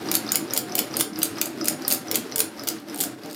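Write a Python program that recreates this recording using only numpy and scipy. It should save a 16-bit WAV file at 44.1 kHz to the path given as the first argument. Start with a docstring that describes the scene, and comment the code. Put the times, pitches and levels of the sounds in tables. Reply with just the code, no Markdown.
"""The drumming and whirr of crank gears open the scene, soon joined by the hits of a hand-cranked sewing machine
stitching cloth on a hollow wooden base in a small room, slowing towards the end. In each stitch small feed ticks,
a needle-bar snap, shuttle touches and clacks and loose rattles are short contacts that excite decaying modes.
Tooth blows excite the modes of the base; shaped noise gives the whirr of the iron frame and the table's rumble.
The hits are followed by a dense reverberant tail, and a faint hiss lies under everything."""
import sys
import numpy as np
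from scipy import signal
from scipy.io import wavfile
from scipy.ndimage import uniform_filter1d

SR = 44100
rng = np.random.default_rng(int(sys.argv[2]) if len(sys.argv) > 2 else 0)


def boost_factor(decibels):
    """Convert a level in decibels to a linear amplitude factor."""
    exponent = np.asarray(decibels, float) / 20
    return 10 ** exponent


def log_audio(samples):
    """Write samples as a 16-bit WAV file to the path given in sys.argv[1]."""
    # one column per channel
    frames = np.atleast_2d(samples).T
    # limit to full scale, then quantise
    limited = np.clip(frames, -1, 1)
    pcm = np.round(limited * 32767).astype(np.int16)
    wavfile.write(sys.argv[1], SR, pcm)


N = 147735

# Needle-bar snaps. Each row: start in seconds, treble level in dB, body level in dB, both before the contact's trim.
NEEDLE_SNAPS = [(0.1144, -5, -19.5), (0.3189, -2.5, -20.5), (0.5356, -5.5, -22), (0.753, -3.5, -21),
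                (0.9682, -6, -23.5), (1.189, -15, -46), (1.414, -3, -16), (1.6443, -15.5, -29),
                (1.8797, -2, -22), (2.1133, -6.5, -20), (2.359, -7, -23.5), (2.6357, -23, -32),
                (2.9446, -20, -35), (3.3111, -28, -34.5)]
# First touches of the shuttle. Each row: start in seconds, treble level in dB, body level in dB, before trim.
SHUTTLE_TOUCHES = [(.140, -14, -24), (.3445, -27, -23.5), (.5635, -18, -22.5), (.780, -16, -25),
                   (.9972, -12.5, -25.5), (1.2176, -24, -24), (1.6734, -22, -24.5), (1.9104, -12.5, -21),
                   (2.144, -18.5, -22), (2.3916, -9, -25), (2.6725, -15, -24.5), (2.991, -21, -36)]
# Clacks of the shuttle. Each row: start in seconds, treble level in dB, body level in dB, before trim.
SHUTTLE_CLACKS = [(0.152, -1, -18.5), (0.3564, -0.5, -20.5), (0.5753, -1.5, -19.5), (0.7901, -2, -18),
                  (1.0085, -2, -19.5), (1.2302, -1, -21), (1.4567, -14.5, -32), (1.6829, -1, -18.5),
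                  (1.9235, -1.5, -21.5), (2.1559, -2, -20), (2.4034, -2, -17.5), (2.6862, -5.5, -19.5),
                  (3.0035, -9, -25.5)]
# Rattles of loose parts. Each row: start in seconds, treble level in dB, body level in dB, before trim.
LOOSE_RATTLES = [(.0742, -41, -38), (.2768, -36, -31.5), (.4998, -44, -37), (.7153, -47, -38),
                 (.9318, -40, -39), (.991, -20, -30), (1.2545, -16, -31), (1.6556, -16, -29),
                 (1.9031, -11.5, -26), (1.9165, -18, -22.5), (1.9355, -11, -31), (1.947, -17, -33),
                 (2.0727, -39, -43), (2.315, -37, -38), (2.381, -11, -26.5), (2.7844, -52, -43),
                 (2.7995, -39.5, -55), (2.9595, -24, -39), (2.976, -24, -39), (2.986, -23, -38),
                 (3.009, -9, -27), (3.018, -30, -27), (3.0265, -18, -37), (3.0295, -19, -39),
                 (3.037, -12, -24.5), (3.049, -22, -39), (3.259, -35, -39), (3.2984, -36, -41),
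                 (3.3293, -30, -41), (3.3454, -30, -36)]
# Ticks of the cloth feed. Each row: start in seconds, body level in dB, treble level in dB, before trim.
FEED_TICKS = [(0.058, -32, -75), (0.087, -17.5, -39), (0.2646, -25, -39), (0.29, -15.5, -43),
              (0.479, -31, -38), (0.5076, -16.5, -31), (0.695, -29, -48), (0.7218, -20, -30),
              (0.9107, -28, -55), (0.9401, -18, -56), (1.133, -31, -47), (1.1584, -23, -36),
              (1.357, -30.5, -58), (1.384, -19.5, -29), (1.584, -32, -52), (1.6115, -16.5, -33),
              (1.8208, -24.5, -26), (1.8491, -18, -58), (2.0592, -45, -40), (2.083, -22.5, -41),
              (2.297, -33, -41), (2.322, -18, -53), (2.575, -34, -51), (2.582, -35, -45),
              (2.5945, -22, -28), (2.8843, -33, -32), (2.8973, -27, -29), (3.235, -31, -33),
              (3.2503, -37, -38)]

# How each kind of contact acts. Each holds: fade t60 in seconds, treble trim in dB, body trim in dB,
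# mean delay of the rebound in seconds, mean level of the rebound in dB.
SNAP_CONTACT = (.013, 0, 7, .011, -17)
TOUCH_CONTACT = (.018, 2, 8, .0035, -4)
CLACK_CONTACT = (.016, -1, 9, .0125, -13)
RATTLE_CONTACT = (.011, 3, 9, .004, -13)
TICK_CONTACT = (.005, -3, 1.5, .006, -16)

# Modes of the iron frame. Each row: frequency in Hz, relative level in dB, t60 in seconds.
FRAME_MODES = [(1520, -12, 0.011), (2040, -14, 0.012), (2470, -9.5, 0.0074), (2865, -5, 0.0062),
               (3707, 4.5, 0.0034), (3824, 2, 0.0062), (4420, -1, 0.0044), (5030, -0.5, 0.0071),
               (5720, 0, 0.0039), (6310, -1, 0.005), (7100, -1, 0.0054), (8100, -2, 0.0044),
               (8830, 1, 0.0036), (9100, 0.5, 0.0058), (10530, -0.5, 0.0058), (11250, 2, 0.0028),
               (12420, 5, 0.0032), (12810, 2.5, 0.0032), (14450, 6.5, 0.003), (15380, -2, 0.0015),
               (15460, -10, 0.0023)]
# Modes of the feed parts. 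Each row: frequency in Hz, relative level in dB, t60 in seconds.
FEED_MODES = [(1291, -3, 0.023), (2130, -9.5, 0.012), (4340, 0.5, 0.0061), (4984, 0, 0.019),
              (5240, 3, 0.02), (6000, 1, 0.015)]
# Modes of the thin shuttle steel. Each row: frequency in Hz, level in dB relative to the clack, t60 in seconds.
SHUTTLE_MODES = [(9800, -35, 0.19), (10350, -19, 0.037), (6650, -45, 0.041)]
# Modes of the hollow wooden base. Each row: frequency in Hz, relative level in dB, t60 in seconds.
BASE_MODES = [(128, -15, 0.19), (165.7, -11.5, 0.13), (212.8, -4.5, 0.13), (257.5, -1.5, 0.11),
              (286.2, 1.5, 0.079), (326, 3, 0.097), (382.4, -2.5, 0.064), (448.5, -4, 0.093),
              (519.4, -8, 0.078), (593.6, -2.5, 0.059), (718.4, -8, 0.084), (782.6, -11, 0.13),
              (916, -13, 0.06)]
# Load on the gears. Each row: time in seconds, load in dB.
GEAR_LOAD = [(0.0, -33), (0.09, -32), (0.5, -35.5), (0.52, -33), (0.65, -36), (0.84, -31.5), (0.86, -36),
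             (0.98, -33), (1.13, -41.5), (1.18, -34), (1.21, -35.5), (1.37, -35.5), (1.4, -37),
             (1.73, -34.5), (1.81, -37), (1.93, -32.5), (2.01, -40), (2.15, -32), (2.3, -38.5), (2.33, -34),
             (2.54, -39.5), (2.74, -36), (2.85, -43.5), (2.89, -38), (3.06, -37), (3.21, -44),
             (3.25, -37.5), (3.35, -43)]
# Spectrum of the gear whirr. Each row: frequency in Hz, relative density in dB per Hz.
WHIRR_SPECTRUM = [(410, -30), (700, -6), (997, -1.5), (1440, 0), (2880, -7.5), (4990, -8.5), (6400, -16),
                  (13500, -17), (15500, -22), (16500, -50)]
# Spectrum of the table's rumble. Each row: frequency in Hz, relative density in dB per Hz.
TABLE_SPECTRUM = [(13, -54), (22, -18), (54, -12), (75, -19), (108, 8), (140, 15), (180, -30), (310, -120)]
# Decay of the room. Each row: frequency in Hz, t60 in seconds.
ROOM_DECAY = [(1000, 0.66), (2500, 0.27), (5500, 0.24), (10000, 0.21), (15000, 0.12)]

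FRAME_SPLIT_HZ = 6500  # modes above it are treble, the others body


def rms_one(x):
    """Normalisation: scaling to unit rms lets a level in dB be set afterwards."""
    return x / np.sqrt(np.mean(x ** 2) + 1e-20)


def at_hz(points, hz):
    """Pitch scale: a table of frequencies is interpolated on a logarithmic axis."""
    table_hz, values = np.transpose(points)
    return np.interp(np.log(hz), np.log(table_hz), values)


def ring(x, hz, t60):
    """Damped resonance: a two-pole filter answers a unit click with a decaying sine that starts at height 1."""
    radius = boost_factor(-60 / (max(t60, .002) * SR))
    angle = 2 * np.pi * min(hz, .45 * SR) / SR
    return signal.lfilter([0, np.sin(angle)], [1, -2 * radius * np.cos(angle), radius ** 2], x + 1e-18)


def band(x, low_hz, high_hz):
    """Band limitation: a Butterworth band-pass isolates one part of the spectrum."""
    return signal.sosfilt(signal.butter(2, [low_hz, high_hz], "band", fs=SR, output="sos"), x)


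def high_pass(x, order, low_hz):
    """Low cut: a Butterworth high-pass removes what lies under low_hz."""
    return signal.sosfilt(signal.butter(order, low_hz, "high", fs=SR, output="sos"), x)


def wander(rate_hz):
    """Random modulation: straight lines join normal draws of spread 1, two per period of rate_hz."""
    steps = rng.standard_normal(200)
    return np.interp(np.arange(N) / SR * 2 * rate_hz, np.arange(len(steps)), steps)


def contact_force(count, contact, t, luck):
    """Impact excitation: one strong blow, then a fading chatter of contacts, a rebound and trembling loose play."""
    fade_s, _, _, rebound_s, rebound_db = contact
    rise_s, impact_db = .0002, 15
    rebound_scatter_s, rebound_scatter_db = .001, 3
    after_db, after_t60_s, after_grain_db = -20, .15, 3

    def burst(u):
        return (u > 0) * (1 - np.exp(-abs(u) / rise_s)) * boost_factor(-60 * abs(u) / fade_s)

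    noise, grain = rng.standard_normal((2, count, len(t)))
    grain = rms_one(uniform_filter1d(grain, size=40))
    trembling = boost_factor(after_db - 60 * t / after_t60_s + after_grain_db * grain)
    rebound_start = rebound_s + rebound_scatter_s * luck[:, 1:2]
    rebound = boost_factor(rebound_db + rebound_scatter_db * luck[:, :1]) * burst(t - rebound_start)
    force = (burst(t) + rebound + trembling) * noise
    force[:, 1] = boost_factor(impact_db)  # the first blow stands over the chatter
    return force


def strike(events, contact, modes):
    """Modal superposition: each hit rings every mode, with strengths and a slight lowering of pitch of its own."""
    mode_scatter_db, detune_share = 2.0, .04
    treble_trim_db, body_trim_db = contact[1:3]
    t = np.arange(SR // 12) / SR
    luck = rng.standard_normal((len(events), 3))
    force = contact_force(len(events), contact, t, luck)
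    scatter_db = mode_scatter_db * rng.standard_normal((len(events), len(modes)))
    groups = np.zeros((2,) + force.shape)  # body, treble
    for k, (hz, level_db, t60) in enumerate(modes):
        strength = (-1) ** k * boost_factor(level_db + scatter_db[:, k:k + 1])
        groups[int(hz > FRAME_SPLIT_HZ)] += strength * ring(force, hz, t60)
    # take three times the highest short-term rms as the peak of each group
    short_rms = np.sqrt(uniform_filter1d(groups ** 2, size=100).max(axis=2, keepdims=True))
    body, treble = groups / (3 * short_rms + 1e-12)
    out = np.zeros(N + SR)
    for k, (s, treble_db, body_db) in enumerate(events):
        hit = boost_factor(treble_db + treble_trim_db) * treble[k] + boost_factor(body_db + body_trim_db) * body[k]
        # stretching in time lowers the modes
        stretched = signal.resample(hit, int(len(t) * (1 + detune_share * abs(luck[k, 2]))))
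        start = int(s * SR)
        out[start:start + len(t)] += stretched[:len(t)]
    return out[:N]


def shuttle_steel():
    """Free vibration: one click per clack sets the thin steel singing."""
    clicks = np.zeros(N)
    for s, treble_db, _ in SHUTTLE_CLACKS:
        clicks[int(s * SR)] = boost_factor(treble_db)
    return sum(boost_factor(db) * ring(clicks, hz, t60) for hz, db, t60 in SHUTTLE_MODES)


def linkage():
    """Shared resonator: snaps, touches, clacks and rattles all excite the modes of the iron frame."""
    kinds = ((NEEDLE_SNAPS, SNAP_CONTACT), (SHUTTLE_TOUCHES, TOUCH_CONTACT),
             (SHUTTLE_CLACKS, CLACK_CONTACT), (LOOSE_RATTLES, RATTLE_CONTACT))
    return sum(strike(events, contact, FRAME_MODES) for events, contact in kinds) + shuttle_steel()


def feed():
    """Coupled resonators: the ticks ring the feed parts and the treble modes of the frame."""
    events = [(s, treble_db, body_db) for s, body_db, treble_db in FEED_TICKS]
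    treble_modes = [mode for mode in FRAME_MODES if mode[0] > FRAME_SPLIT_HZ]
    return strike(events, TICK_CONTACT, list(FEED_MODES) + treble_modes)


def stitch_turns():
    """Rotation: the shaft's phase advances by one turn from each snap to the next."""
    s = np.array(NEEDLE_SNAPS)[:, 0]
    s = np.r_[2 * s[0] - s[1], s, 2 * s[-1] - s[-2]]  # one more stitch at either end
    return np.interp(np.arange(N) / SR, s, np.arange(len(s)))


def tooth_blows(turns):
    """Gear meshing: evenly spaced tooth contacts join random blows of loose play, each of random sign."""
    teeth_per_stitch, loose_per_s, scatter_db = 17, 1200, 1.5
    meshing = np.diff(np.floor(turns * teeth_per_stitch), prepend=0) > 0
    loose = rng.random(N) < loose_per_s / SR
    return (meshing | loose) * boost_factor(scatter_db * rng.standard_normal(N)) * rng.choice([-1, 1], N)


def base_drum(turns, load_db):
    """Forced vibration: tooth blows drive each mode of the base unevenly, its upper modes swelling every stitch."""
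    trim_db, low_cut_hz = 0.44, 89.5
    upper_hz, upper_swell_db, upper_peak_turn = 420, 2, 0.037
    drive_wander_db, drive_wander_hz = 3, 8
    blows = tooth_blows(turns)
    steady = sum((-1) ** k * boost_factor(db) * ring(blows, hz, t60) for k, (hz, db, t60) in enumerate(BASE_MODES))
    # the load sets the level relative to a steady drum of unit rms
    push = boost_factor(load_db + trim_db) * blows / np.sqrt(np.mean(steady ** 2))
    upper_push = push * boost_factor(upper_swell_db * np.cos(2 * np.pi * (turns - upper_peak_turn)))
    drum = np.zeros(N)
    for k, (hz, db, t60) in enumerate(BASE_MODES):
        drive = upper_push if hz > upper_hz else push
        drive = drive * boost_factor(drive_wander_db * wander(drive_wander_hz))
        drum += (-1) ** k * boost_factor(db) * ring(drive, hz, t60)
    return high_pass(drum, 2, low_cut_hz)


def shaped_noise(sources, edges, spectrum):
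    """Spectral shaping: two noises take turns in neighbouring bands, weighted by the wanted density."""
    return sum(boost_factor(at_hz(spectrum, np.sqrt(low * high))) * band(sources[k % 2], low, high)
               for k, (low, high) in enumerate(zip(edges, edges[1:])))


def frame_whirr(turns, load_db):
    """Granular friction: noise of uneven grains follows the load, swells once a stitch and flutters."""
    mean_level_db, grain_db = -43.5, 6
    swell_db, swell_peak_turn = 1, 0.88
    flutter_db, flutter_hz = 2, 21.8
    grain_size = np.minimum(rng.exponential(1, (2, N)), 4)
    grains = rng.standard_normal((2, N)) * boost_factor(grain_db * grain_size)
    third_octaves = 700 * 2 ** np.arange(0, 4.8, 1 / 3)
    whirr = rms_one(shaped_noise(grains, third_octaves, WHIRR_SPECTRUM))
    swell = swell_db * np.cos(2 * np.pi * (turns - swell_peak_turn))
    level_db = mean_level_db + load_db - load_db.mean() + swell + flutter_db * wander(flutter_hz)
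    return boost_factor(level_db) * whirr


def table_rumble(load_db):
    """Low-frequency radiation: third-octave bands of noise grow with the load on the gears."""
    mean_level_db = -55
    white = rng.standard_normal((2, N + SR))
    third_octaves = 20 * 2 ** np.arange(0, 3, 1 / 3)
    low = shaped_noise(white, third_octaves, TABLE_SPECTRUM)[SR:]  # the filters settle for a second
    return boost_factor(mean_level_db + load_db - load_db.mean()) * rms_one(low)


def gears():
    """Common drive: one rotation and one load govern base and whirr, and the load also governs the table."""
    turns = stitch_turns()
    load_db = np.interp(np.arange(N) / SR, *np.transpose(GEAR_LOAD))
    return base_drum(turns, load_db) + table_rumble(load_db) + frame_whirr(turns, load_db)


def room(x):
    """Reverberation: dense echoes are noise that builds up briefly, then decays at its own rate in each band."""
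    level_db, build_up_s = -8, 0.0053
    t = np.arange(SR // 2) / SR
    edges = 500 * 2 ** np.arange(0, 5.3, .5)  # half octaves, Hz
    white = rng.standard_normal((2, len(t)))
    tail = np.zeros(len(t))
    for k, (low, high) in enumerate(zip(edges, edges[1:])):
        t60 = at_hz(ROOM_DECAY, np.sqrt(low * high))
        tail += band(white[k % 2], low, high) * boost_factor(-60 * t / t60)
    tail *= 1 - np.exp(-t / build_up_s)
    return boost_factor(level_db) * signal.fftconvolve(x, tail / np.sqrt(np.sum(tail ** 2)))[:N]


def scene():
    """Superposition: the hits, cut below 700 Hz, and their reverberation add to the gears."""
    hits = high_pass(linkage() + feed(), 2, 700)
    return (hits + room(hits) + gears())[None]


def roll_off(x):
    """The treble ends steeply here."""
    return signal.sosfilt(signal.butter(12, 16970, fs=SR, output="sos"), x)


def record(dry):
    """Transducer limits: a faint noise floor is added, then both ends of the spectrum are cut."""
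    hiss_db, low_cut_hz, top_cut_hz = -78, 13, 17300
    x = dry + boost_factor(hiss_db) * rng.standard_normal(dry.shape)
    x = high_pass(x, 3, low_cut_hz)
    x = signal.sosfilt(signal.cheby2(12, 70, top_cut_hz, fs=SR, output="sos"), x)
    return roll_off(x)


dry = scene()
out = record(dry)
log_audio(out)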